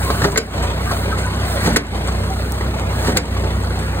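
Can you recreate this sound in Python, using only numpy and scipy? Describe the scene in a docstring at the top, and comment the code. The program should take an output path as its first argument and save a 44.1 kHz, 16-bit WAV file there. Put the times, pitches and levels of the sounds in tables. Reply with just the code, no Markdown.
"""A tractor-driven hay baler runs in a barn, heard from close by.
The engine drones in harmonics of its turning rate and sags under each plunger stroke. Gears rumble,
chains rattle, joints knock and squeak, and hay rustles as a sum of countless small contacts.
Every 1.4 s the plunger crunches into the hay and excites the modes of the bale chamber; then steel
clanks on steel so hard that a limiter ducks the whole sound. One dry click sounds close by."""
import sys
import numpy as np
from scipy import signal
from scipy.fft import rfft, irfft
from scipy.io import wavfile
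from scipy.ndimage import uniform_filter1d, minimum_filter1d

SR = 44100
rng = np.random.default_rng(int(sys.argv[2]) if len(sys.argv) > 2 else 0)


def put_to_file(sound):
    """Save the sound as 16-bit audio at rate SR, in the file named by the first command-line argument."""
    columns = np.atleast_2d(sound).T  # one column per channel
    safe = np.clip(columns, -1, 1)
    whole_steps = np.round(safe * 32767)
    wavfile.write(sys.argv[1], SR, whole_steps.astype(np.int16))


N = 176400

# engine firing rate, two firings a turn (t/s, f/Hz)
FIRING_RATE = [(0.0, 64.5), (0.24, 64.46), (0.34, 58.53), (0.47, 60.73), (0.67, 60.86), (0.93, 64.13),
               (1.63, 64.5), (1.74, 59.3), (1.79, 57.7), (1.89, 59), (2.06, 61.5), (2.36, 64.04),
               (2.73, 63.92), (2.88, 63.14), (3.22, 62.32), (4.0, 62.7)]
# engine harmonics (multiple of the turning rate, relative level/dB)
ENGINE_ORDERS = [(2, -23), (3, -26.5), (4, -53.5), (5, -37), (6, -37.5), (7, -40.5)]
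# gear rumble (f/Hz, level/dB)
RUMBLE_SPECTRUM = [(20, -41), (42, -26.5), (70, 2.5), (110, 1), (165, -1.5), (240, -4.5), (320, -7),
                   (420, -7.5), (700, -20), (2000, -37.5)]
# chains and loose sheet metal (f/Hz, level/dB)
RATTLE_SPECTRUM = [(100, -19), (350, -9.5), (550, 1), (750, 0.5), (1050, -1.5), (1550, -6.5), (2100, -5),
                   (2800, -8.5), (4200, -11.5), (6000, -19), (8300, -20), (11000, -30.5), (15500, -37)]
# rattle following the effort of the feed (t/s, level/dB)
RATTLE_LEVEL = [(0, -26), (.55, -25.5), (.92, -27), (1.35, -27), (1.6, -23.5), (1.87, -26), (2, -27.5),
                (2.5, -30.5), (2.85, -26.5), (3.4, -27.5), (3.6, -30), (4, -28)]
# rustling stalks (f/Hz, level/dB)
HAY_SPECTRUM = [(300, -18), (1500, 21), (2800, -10.5), (4200, 13.5), (6200, -9), (8500, 5), (10500, -1),
                (13000, -3), (15500, -21)]
# hay pushed along the chamber (t/s, level/dB)
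RUSTLE_LEVEL = [(0, -29.5), (.3, -35.5), (.5, -35), (.72, -45), (.9, -31), (1.02, -35.5), (1.15, -35.5),
                (1.4, -34), (1.53, -31.5), (1.7, -29), (1.85, -36), (1.97, -37), (2.4, -34.5), (2.85, -45),
                (3.02, -33), (3.12, -35), (3.33, -41.5), (3.7, -37.5), (3.82, -34.5), (4, -43)]
# hay swept over steel (t/s, half length/s, level/dB)
HAY_SWISHES = [(.08, 0.37, -33), (0.956, 0.13, -34.5), (1.513, 0.068, -32), (1.64, 0.047, -34.5),
               (2.487, 0.22, -43), (3.013, 0.095, -36.5)]
# sliding hay (f/Hz, level/dB)
SWISH_SPECTRUM = [(2000, -11), (6000, -3.5), (8500, 2.5), (11000, 2.5), (13500, -1), (15500, 1)]
# tines and stalks ticking (t/s, level/dB, t60/s, ring f/Hz)
TINE_TICKS = [(0.029, -25.5, 0.088, 8500), (0.1005, -36, .03, 4140), (0.318, -23, 0.071, 8400),
              (0.625, -27.5, 0.21, 8100), (1.183, -27.5, 0.21, 8400), (1.7305, -26, 0.1, 4600),
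              (1.8667, -24, 0.034, 7200), (2.0735, -26.5, 0.11, 8640), (2.796, -23, 0.015, 3761),
              (3.0758, -29, 0.039, 7920), (3.12, -30, 0.032, 4630), (3.1701, -9, 0.0077, 13900),
              (3.2555, -26, 0.024, 7400), (3.7897, -31, 0.072, 8420)]
# tick contact (f/Hz, level/dB)
TICK_SPECTRUM = [(400, -44), (2000, 12), (4000, 5.5), (6000, 1), (8300, 10), (11000, -6), (15500, -6)]
# feeder linkage knocks, and the dull first contacts of the steel clanks near 0.36, 1.76 and 3.16 s (t/s,
# level/dB, ring f/Hz, relative ring level/dB)
JOINT_KNOCKS = [(0.102, -16.5, 1135, 0.5), (0.2176, -18.5, 1726, -0.5), (0.242, -14.5, 1840, -2.5),
                (.249, -15.5, 770, -3), (0.359, -15.5, 2093, 4), (0.363, -29, 1690, 9),
                (.63, -24.5, 593, 1), (0.914, -19, 760, -6), (1.115, -37, 1270, -5), (1.186, -26, 554, -14),
                (1.7601, -14.5, 2124, 8), (1.762, -16, 1484, 1), (2.084, -25.5, 1125, 2),
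                (2.608, -25.5, 2020, -1), (2.663, -32, 1600, 1), (2.736, -41, 1210, 9),
                (3.045, -24, 1510, -13), (3.163, -19.5, 1610, -1), (3.365, -30, 1120, 8),
                (3.437, -25.5, 417.7, 5), (3.643, -30, 1357, 3), (3.705, -29.5, 1464, 0),
                (3.771, -32, 763, 7)]
# knock contact (f/Hz, level/dB)
KNOCK_SPECTRUM = [(80, -10), (300, 1.5), (700, -0.5), (1300, 0), (2000, -8.5), (2700, -16.5), (4200, -7.5),
                  (7000, -22), (15000, -66)]
# modes of a joint (frequency ratio, level/dB)
JOINT_MODES = [(1, 1), (.93, -3), (1.09, -9), (.74, -14)]
# dry joints slipping (t/s, half length/s, level/dB, f/Hz)
JOINT_SQUEAKS = [(0.077, 0.028, -22.5, 1070), (0.1, 0.0054, -25, 1092), (0.874, .01, -24, 1220),
                 (0.898, 0.036, -30.5, 1578), (0.917, 0.011, -19.5, 1090), (0.931, 0.01, -22, 663),
                 (1.123, 0.012, -24, 1554), (1.132, 0.0087, -18.5, 1282), (1.249, 0.011, -24.5, 1530),
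                 (1.275, 0.02, -25, 1004), (2.313, 0.013, -22, 759)]
# plunger pressure peaks (t/s, build-up/s, crunch level/dB)
PLUNGER_STROKES = [(0.251, 0.031, -17.5), (1.668, 0.025, -15), (3.08, 0.05, -20.5)]
# thumps as the hay gives way (t/s, level/dB, f/Hz, t60/s, relative overtone level/dB)
CHAMBER_THUMPS = [(0.226, -7, 111, 0.066, -22), (0.2497, -7.5, 405.5, 0.11, 1.5),
                  (.252, -8.5, 202, 0.13, -14), (0.264, -5.5, 135, 0.043, -10),
                  (1.622, -13.5, 195.1, .14, -14), (1.65, -16, 183, .08, -8), (1.673, -1.5, 220.5, 0.12, 1),
                  (1.701, -18, 199, 0.097, -10), (1.717, -11, 167.8, 0.093, -12),
                  (3.081, -3, 234.5, 0.072, -1), (3.094, -14.5, 321.5, 0.071, 1),
                  (3.1773, -7, 125, 0.031, 2)]
# bale chamber overtones (frequency ratio, level/dB, t60/s)
CHAMBER_MODES = [(1.3, -12, .08), (1.78, -7, .05), (2.25, -12, .1), (3.1, -15, .08), (4, -9, .05)]
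# crushed hay (f/Hz, level/dB)
CRUNCH_SPECTRUM = [(60, -9.5), (180, 13.5), (400, -5.5), (800, 0.5), (1200, 1.5), (1900, 1.5), (2700, -8),
                   (4200, -4.5), (6000, -8.5), (8500, -13), (15000, -20.5)]
# chamber wall under pressure (f/Hz, level/dB)
GROAN_SPECTRUM = [(60, -24.5), (130, -0.5), (180, 3), (230, -10.5), (300, -5.5), (450, -21), (900, -39)]
# steel impacts (t/s, level/dB, relative ring level/dB, ring tilt/(dB/octave), relative rebound level/dB)
STEEL_CLANKS = [(.375, 0.5, -11, 2.5, -9), (1.762, -4, -12.5, -3, 1), (3.171, -5, -14.5, 3, -11)]
# rebounds of a clank (delay/s, level/dB)
REBOUNDS = [(.0045, 4.5), (.009, -2.5)]
# steel contact (f/Hz, level/dB)
CLANK_SPECTRUM = [(40, -49), (150, 8), (450, 10), (900, -7.5), (1500, 0.5), (2200, 3), (3000, -4),
                  (4300, 0.5), (6000, -5), (7200, -6), (10000, -7), (15500, -17)]
# ringing steel (f/Hz, level/dB, t60/s)
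STEEL_MODES = [(1078, -3.5, .086), (1524, 5, 0.062), (1943, -2, 0.073), (2057, -4, 0.074),
               (2295, 2.5, 0.069), (2980, -9, 0.12), (4210, 2, .035), (5050, -6.5, 0.15), (7130, 11, 0.027),
               (8000, -14, 0.036), (8900, -13, 0.023), (9650, -6.5, 0.018), (10500, -32, 0.052),
               (13350, -9, 0.014), (15000, -18, 0.043)]
# close click (f/Hz, level/dB)
CLICK_SPECTRUM = [(1000, -30), (4000, -14), (6000, -3), (8600, 3), (10500, -3), (13000, -1), (16000, -1)]
# barn reverberation time (f/Hz, t60/s)
BARN_T60 = [(100, 0.51), (1000, 0.32), (4000, 0.16), (15000, 0.037)]
# likeness of the two channels (f/Hz, coherence)
COHERENCE = [(20, 0.86), (200, 1), (500, 0.94), (1200, 0.64), (2500, 0.71), (4200, 0.68), (5100, 0.95),
             (5700, 1), (6800, 0.31), (8500, 1), (10000, 0.24), (11100, 1), (12400, .998), (13300, 0.69),
             (15000, 0.54)]
# phase offset between left and right (f/Hz, phase/rad)
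PHASE_OFFSET = [(0, 0), (280, 0), (860, 1.3), (1400, 1.3), (2500, 2.7), (4700, 2.85), (5450, 3.14),
                (6000, 3.5), (7000, 4.8), (7800, 6.2), (9400, 6.5), (11100, 9.25), (11800, 9.42),
                (12400, 9.6), (13900, 12.4), (16000, 12.6)]


def amp(db):
    """Decibels to gain."""
    return 10 ** (np.asarray(db) / 20)


def unit(x):
    """Scales to an rms of one."""
    return x / np.sqrt(np.mean(x ** 2) + 1e-20)


def curve(points):
    """Linear interpolation, one value a sample."""
    return np.interp(np.arange(N) / SR, *np.transpose(points))


def read(points, hz):
    """Interpolation on a logarithmic frequency axis."""
    f, value = np.transpose(points)
    return np.interp(np.log(hz + 1), np.log(f + 1), value)


def add(mix, s, sound):
    """Superposes a sound at time s."""
    part = mix[:, max(round(s * SR), 0):][:, :sound.shape[-1]]
    part += sound[..., :part.shape[1]]


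def drift(rate_hz):
    """Low-pass noise of rms one."""
    rolloff = 1 + (np.fft.rfftfreq(N, 1 / SR) / rate_hz) ** 4
    return unit(irfft(rfft(rng.standard_normal(N)) / rolloff, N))


def colour(x, spectrum, size=4096):
    """Minimum-phase filter that keeps the power of white noise; spectrum levels are relative."""
    log_gain = np.log(amp(read(spectrum, abs(np.fft.fftfreq(size, 1 / SR)))))
    taps = np.fft.ifft(np.exp(np.conj(signal.hilbert(log_gain)))).real[:size // 2]
    return signal.oaconvolve(x, taps[None] / np.linalg.norm(taps), axes=1)[:, :N]


def fade(t60, hold_s=0):
    """Hold, then exponential decay."""
    return np.exp(-np.log(1000) * np.maximum(np.arange(SR // 2) / SR - hold_s, 0) / t60)


def burst(t60, hold_s=0):
    """Decaying broadband contact noise."""
    return fade(t60, hold_s) * rng.standard_normal((2, SR // 2))


def ring(hz, t60):
    """One damped mode, in quadrature between the channels."""
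    cycles = hz * np.arange(SR // 2) / SR + rng.integers(2) / 2
    return fade(t60) * np.sin(2 * np.pi * (cycles + np.array([[0], [1 / 4]])))


def grains(per_s, spread_db, t60, wash):
    """Incoherent addition: random small contacts sum in power over an even wash."""
    hits = (rng.random(N) < per_s / SR) * amp(spread_db * np.minimum(rng.exponential(1, N), np.pi)) ** 2
    power = abs(signal.oaconvolve(hits, fade(t60) ** 2)[:N])
    return unit(np.sqrt(power / power.mean() + wash ** 2) * rng.standard_normal((2, N)))


def pings(per_s, low_hz, high_hz, spread_db, t60):
    """Free vibration of small parts struck at random, each at its own frequency."""
    out, t = np.zeros((2, N)), np.arange(int(t60 * SR * 2 / 3)) / SR
    decay = np.exp(-np.log(1000) * t / t60)
    for when, pitch, size, left, right in rng.random((2400, 5))[:int(per_s * N / SR)]:
        hz = low_hz * (high_hz / low_hz) ** pitch
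        db = spread_db * min(-np.log(1 - size), np.pi)
        phase = np.array([[round(left) / 2], [right]])
        add(out, when * N / SR, amp(db) * decay * np.sin(2 * np.pi * (hz * t + phase)))
    return unit(out)


def patchy(x, depth_db=2.4, width_hz=220, length_s=.06):
    """Spectral modulation: random patches rise and fall, so the timbre keeps shifting."""
    hz, t, z = signal.stft(x, SR, nperseg=1024)
    field = uniform_filter1d(rng.standard_normal(z.shape[1:]), round(width_hz / hz[1]), axis=0)
    field = unit(uniform_filter1d(field, round(length_s / t[1]), axis=1))
    return signal.istft(z * unit(amp(depth_db * field)), SR)[1][:, :N]


def swell(s, half_s):
    """Gaussian envelope centred on time s."""
    return np.exp(-((np.arange(N) / SR - s) / half_s) ** 2)


def engine(turns, waver_db=1.43):
    """Periodic firing gives harmonics of the turning rate, each wavering in level."""
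    drone = np.zeros(N)
    for order, db in ENGINE_ORDERS:
        peak = np.sqrt(2) * amp(db + waver_db * drift(rate_hz=16.4))
        drone += peak * np.sin(2 * np.pi * (order * turns + rng.random()))
    return drone


def drive(turns):
    """Amplitude modulation: each turn shakes gear rumble and chain rattle; loose metal rings at random."""
    shake = np.cos(2 * np.pi * turns)
    rumble = colour(rng.standard_normal((2, N)) * (1 + .081 * shake), RUMBLE_SPECTRUM)
    contacts = grains(per_s=170, spread_db=0, t60=.11, wash=.76)
    chains = colour(contacts * (1 + .11 * shake), RATTLE_SPECTRUM)
    loose = pings(per_s=240, low_hz=378.1, high_hz=2400, spread_db=2, t60=.1)
    rattle = unit(patchy(chains) + amp(-2.5) * unit(colour(loose, RATTLE_SPECTRUM)))
    return amp(-26) * rumble + amp(curve(RATTLE_LEVEL)) * rattle


def hay():
    """Friction and fracture: dry stalks rustle, snap, and swish as tines sweep them over steel."""
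    rustle = colour(grains(per_s=6300, spread_db=-1, t60=.012, wash=1.3), HAY_SPECTRUM)
    snaps = amp(-10.5) * pings(per_s=230, low_hz=3520, high_hz=10820, spread_db=6, t60=.005)
    stalks = amp(curve(RUSTLE_LEVEL)) * (patchy(rustle) + snaps)
    sweep = sum(amp(db) * swell(s, half_s) for s, half_s, db in HAY_SWISHES)
    return stalks + sweep * colour(rng.standard_normal((2, N)), SWISH_SPECTRUM)


def linkage():
    """Impact excitation: joints knock, tines and stalks tick, each with contact noise and a ring."""
    knocks, rings, ticks = np.zeros((3, 2, N))
    for s, db, hz, ring_db in JOINT_KNOCKS:
        add(knocks, s, amp(db) * burst(t60=.055, hold_s=.006))
        for ratio, level in JOINT_MODES:
            add(rings, s, amp(db + ring_db + level) * ring(hz * ratio, t60=.048))
    for s, db, t60, hz in TINE_TICKS:
        add(ticks, s, amp(db) * burst(t60))
        add(rings, s, amp(db - 5) * ring(hz, t60=.025))
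    return colour(knocks, KNOCK_SPECTRUM) + rings + colour(ticks, TICK_SPECTRUM)


def squeaks(wobble=.0298):
    """Stick-slip friction: dry joints sound tones of rough, unsteady pitch."""
    warped_s = np.cumsum(1 + wobble * drift(rate_hz=248)) / SR
    quadrature = np.array([[0], [1 / 4]])
    return sum(amp(db) * swell(s, half_s) * np.sin(2 * np.pi * (hz * warped_s + quadrature))
               for s, half_s, db, hz in JOINT_SQUEAKS)


def plunger(crunch_release_s=.027, groan_release_s=.1, groan_db=-6.5):
    """Compression crunches the hay; as it yields, the chamber's modes thump and its wall groans."""
    t = np.arange(N) / SR
    pressure, strain = np.zeros((2, N))
    for s, build_s, db in PLUNGER_STROKES:
        rise = (s - t) / build_s
        pressure += amp(db) * np.exp(-np.maximum(rise, (t - s) / crunch_release_s))
        strain += amp(db + groan_db) * np.exp(-np.maximum(rise, (t - s) / groan_release_s))
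    thumps, attack = np.zeros((2, N)), 1 - fade(t60=.024)
    for s, db, hz, t60, over_db in CHAMBER_THUMPS:
        fundamental = ring(hz, t60)
        overtones = sum(amp(level + over_db) * ring(hz * ratio, over_t60)
                        for ratio, level, over_t60 in CHAMBER_MODES)
        add(thumps, s, amp(db) * (fundamental + overtones) * attack)
    crunch = colour(grains(per_s=400, spread_db=4.5, t60=.065, wash=1.0), CRUNCH_SPECTRUM)
    groan = colour(rng.standard_normal((2, N)), GROAN_SPECTRUM)
    return thumps + pressure * crunch + strain * groan


def clanks(crack_db=1, pivot_hz=4080):
    """Elastic impact: steel slams on steel, rebounds twice and rings in inharmonic modes."""
    contact, rings = np.zeros((2, 2, N))
    for s, db, ring_db, tilt_db, rebound_db in STEEL_CLANKS:
        rebounds = [(delay_s, level + rebound_db) for delay_s, level in REBOUNDS]
        for delay_s, blow_db in [(.00031, 0)] + rebounds:
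            blow = burst(t60=.018, hold_s=.003) + amp(crack_db) * burst(t60=.0021)
            add(contact, s + delay_s, amp(db + blow_db) * blow)
        for hz, level, t60 in STEEL_MODES:
            mode_db = db + ring_db + level + tilt_db * np.log2(hz / pivot_hz)
            add(rings, s, amp(mode_db) * ring(hz, t60))
    return colour(contact, CLANK_SPECTRUM) + rings


def click():
    """Direct sound only: one hard click, too close to pick up the barn."""
    out = np.zeros((2, N))
    add(out, s=2.5217, sound=amp(-9.5) * burst(t60=.002))
    return colour(out, CLICK_SPECTRUM)


def barn(x):
    """Diffuse reverberation: absorption by wood and stacked hay damps the treble first."""
    hz, t, z = signal.stft(rng.standard_normal((2, SR // 2)), SR, nperseg=256)
    tail = signal.istft(z * np.exp(-np.log(1000) * t / read(BARN_T60, hz)[:, None]), SR)[1]
    return signal.fftconvolve(x, tail / np.linalg.norm(tail[0]), axes=1)[:, :N]


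def stereo_width(x):
    """Partial coherence: the channels share part of the sound, with a phase offset between them."""
    hz = np.fft.rfftfreq(N, 1 / SR)
    left, other = rfft(x)
    same = np.clip(read(COHERENCE, hz), 0, 1)
    right = (same * left + np.sqrt(1 - same ** 2) * other) * np.exp(-1j * read(PHASE_OFFSET, hz))
    return irfft(np.array([left, right]), N)


def scene():
    """Superposition: blows and squeaks reverberate; the drone is slightly louder on the right."""
    turns = np.cumsum(curve(FIRING_RATE) / 2) / SR
    blows = plunger() + clanks() + linkage() + squeaks()
    baler = stereo_width(drive(turns) + hay() + blows + amp(-9.5) * barn(blows))
    return baler + click() + engine(turns) * amp([[-.45], [.45]])


def record(dry, limit_db=-9.5, deepest_db=9.5, hold_s=.11, recover_db_per_s=123, ceiling=.92):
    """Peak limiting with hold and recovery, then soft saturation and a band limit."""
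    power = uniform_filter1d((dry ** 2).mean(0), size=220)
    over_db = np.clip(10 * np.log10(abs(power) + 1e-12) - limit_db, 0, deepest_db)
    half_hold = int(hold_s * SR / 2)
    held_db = -minimum_filter1d(-over_db, 2 * half_hold + 1, origin=half_hold, mode="constant")
    recovery_db = np.arange(N) / SR * recover_db_per_s
    duck_db = np.maximum.accumulate(held_db + recovery_db) - recovery_db
    ducked = dry * amp(-uniform_filter1d(duck_db, size=100))
    saturated = ducked / (1 + (ducked / ceiling) ** 8) ** (1 / 8)
    lowpass = signal.firwin(511, cutoff=15800, window=("kaiser", 9), fs=SR)
    return signal.oaconvolve(saturated, lowpass[None], "same")


dry = scene()
out = record(dry)
put_to_file(out)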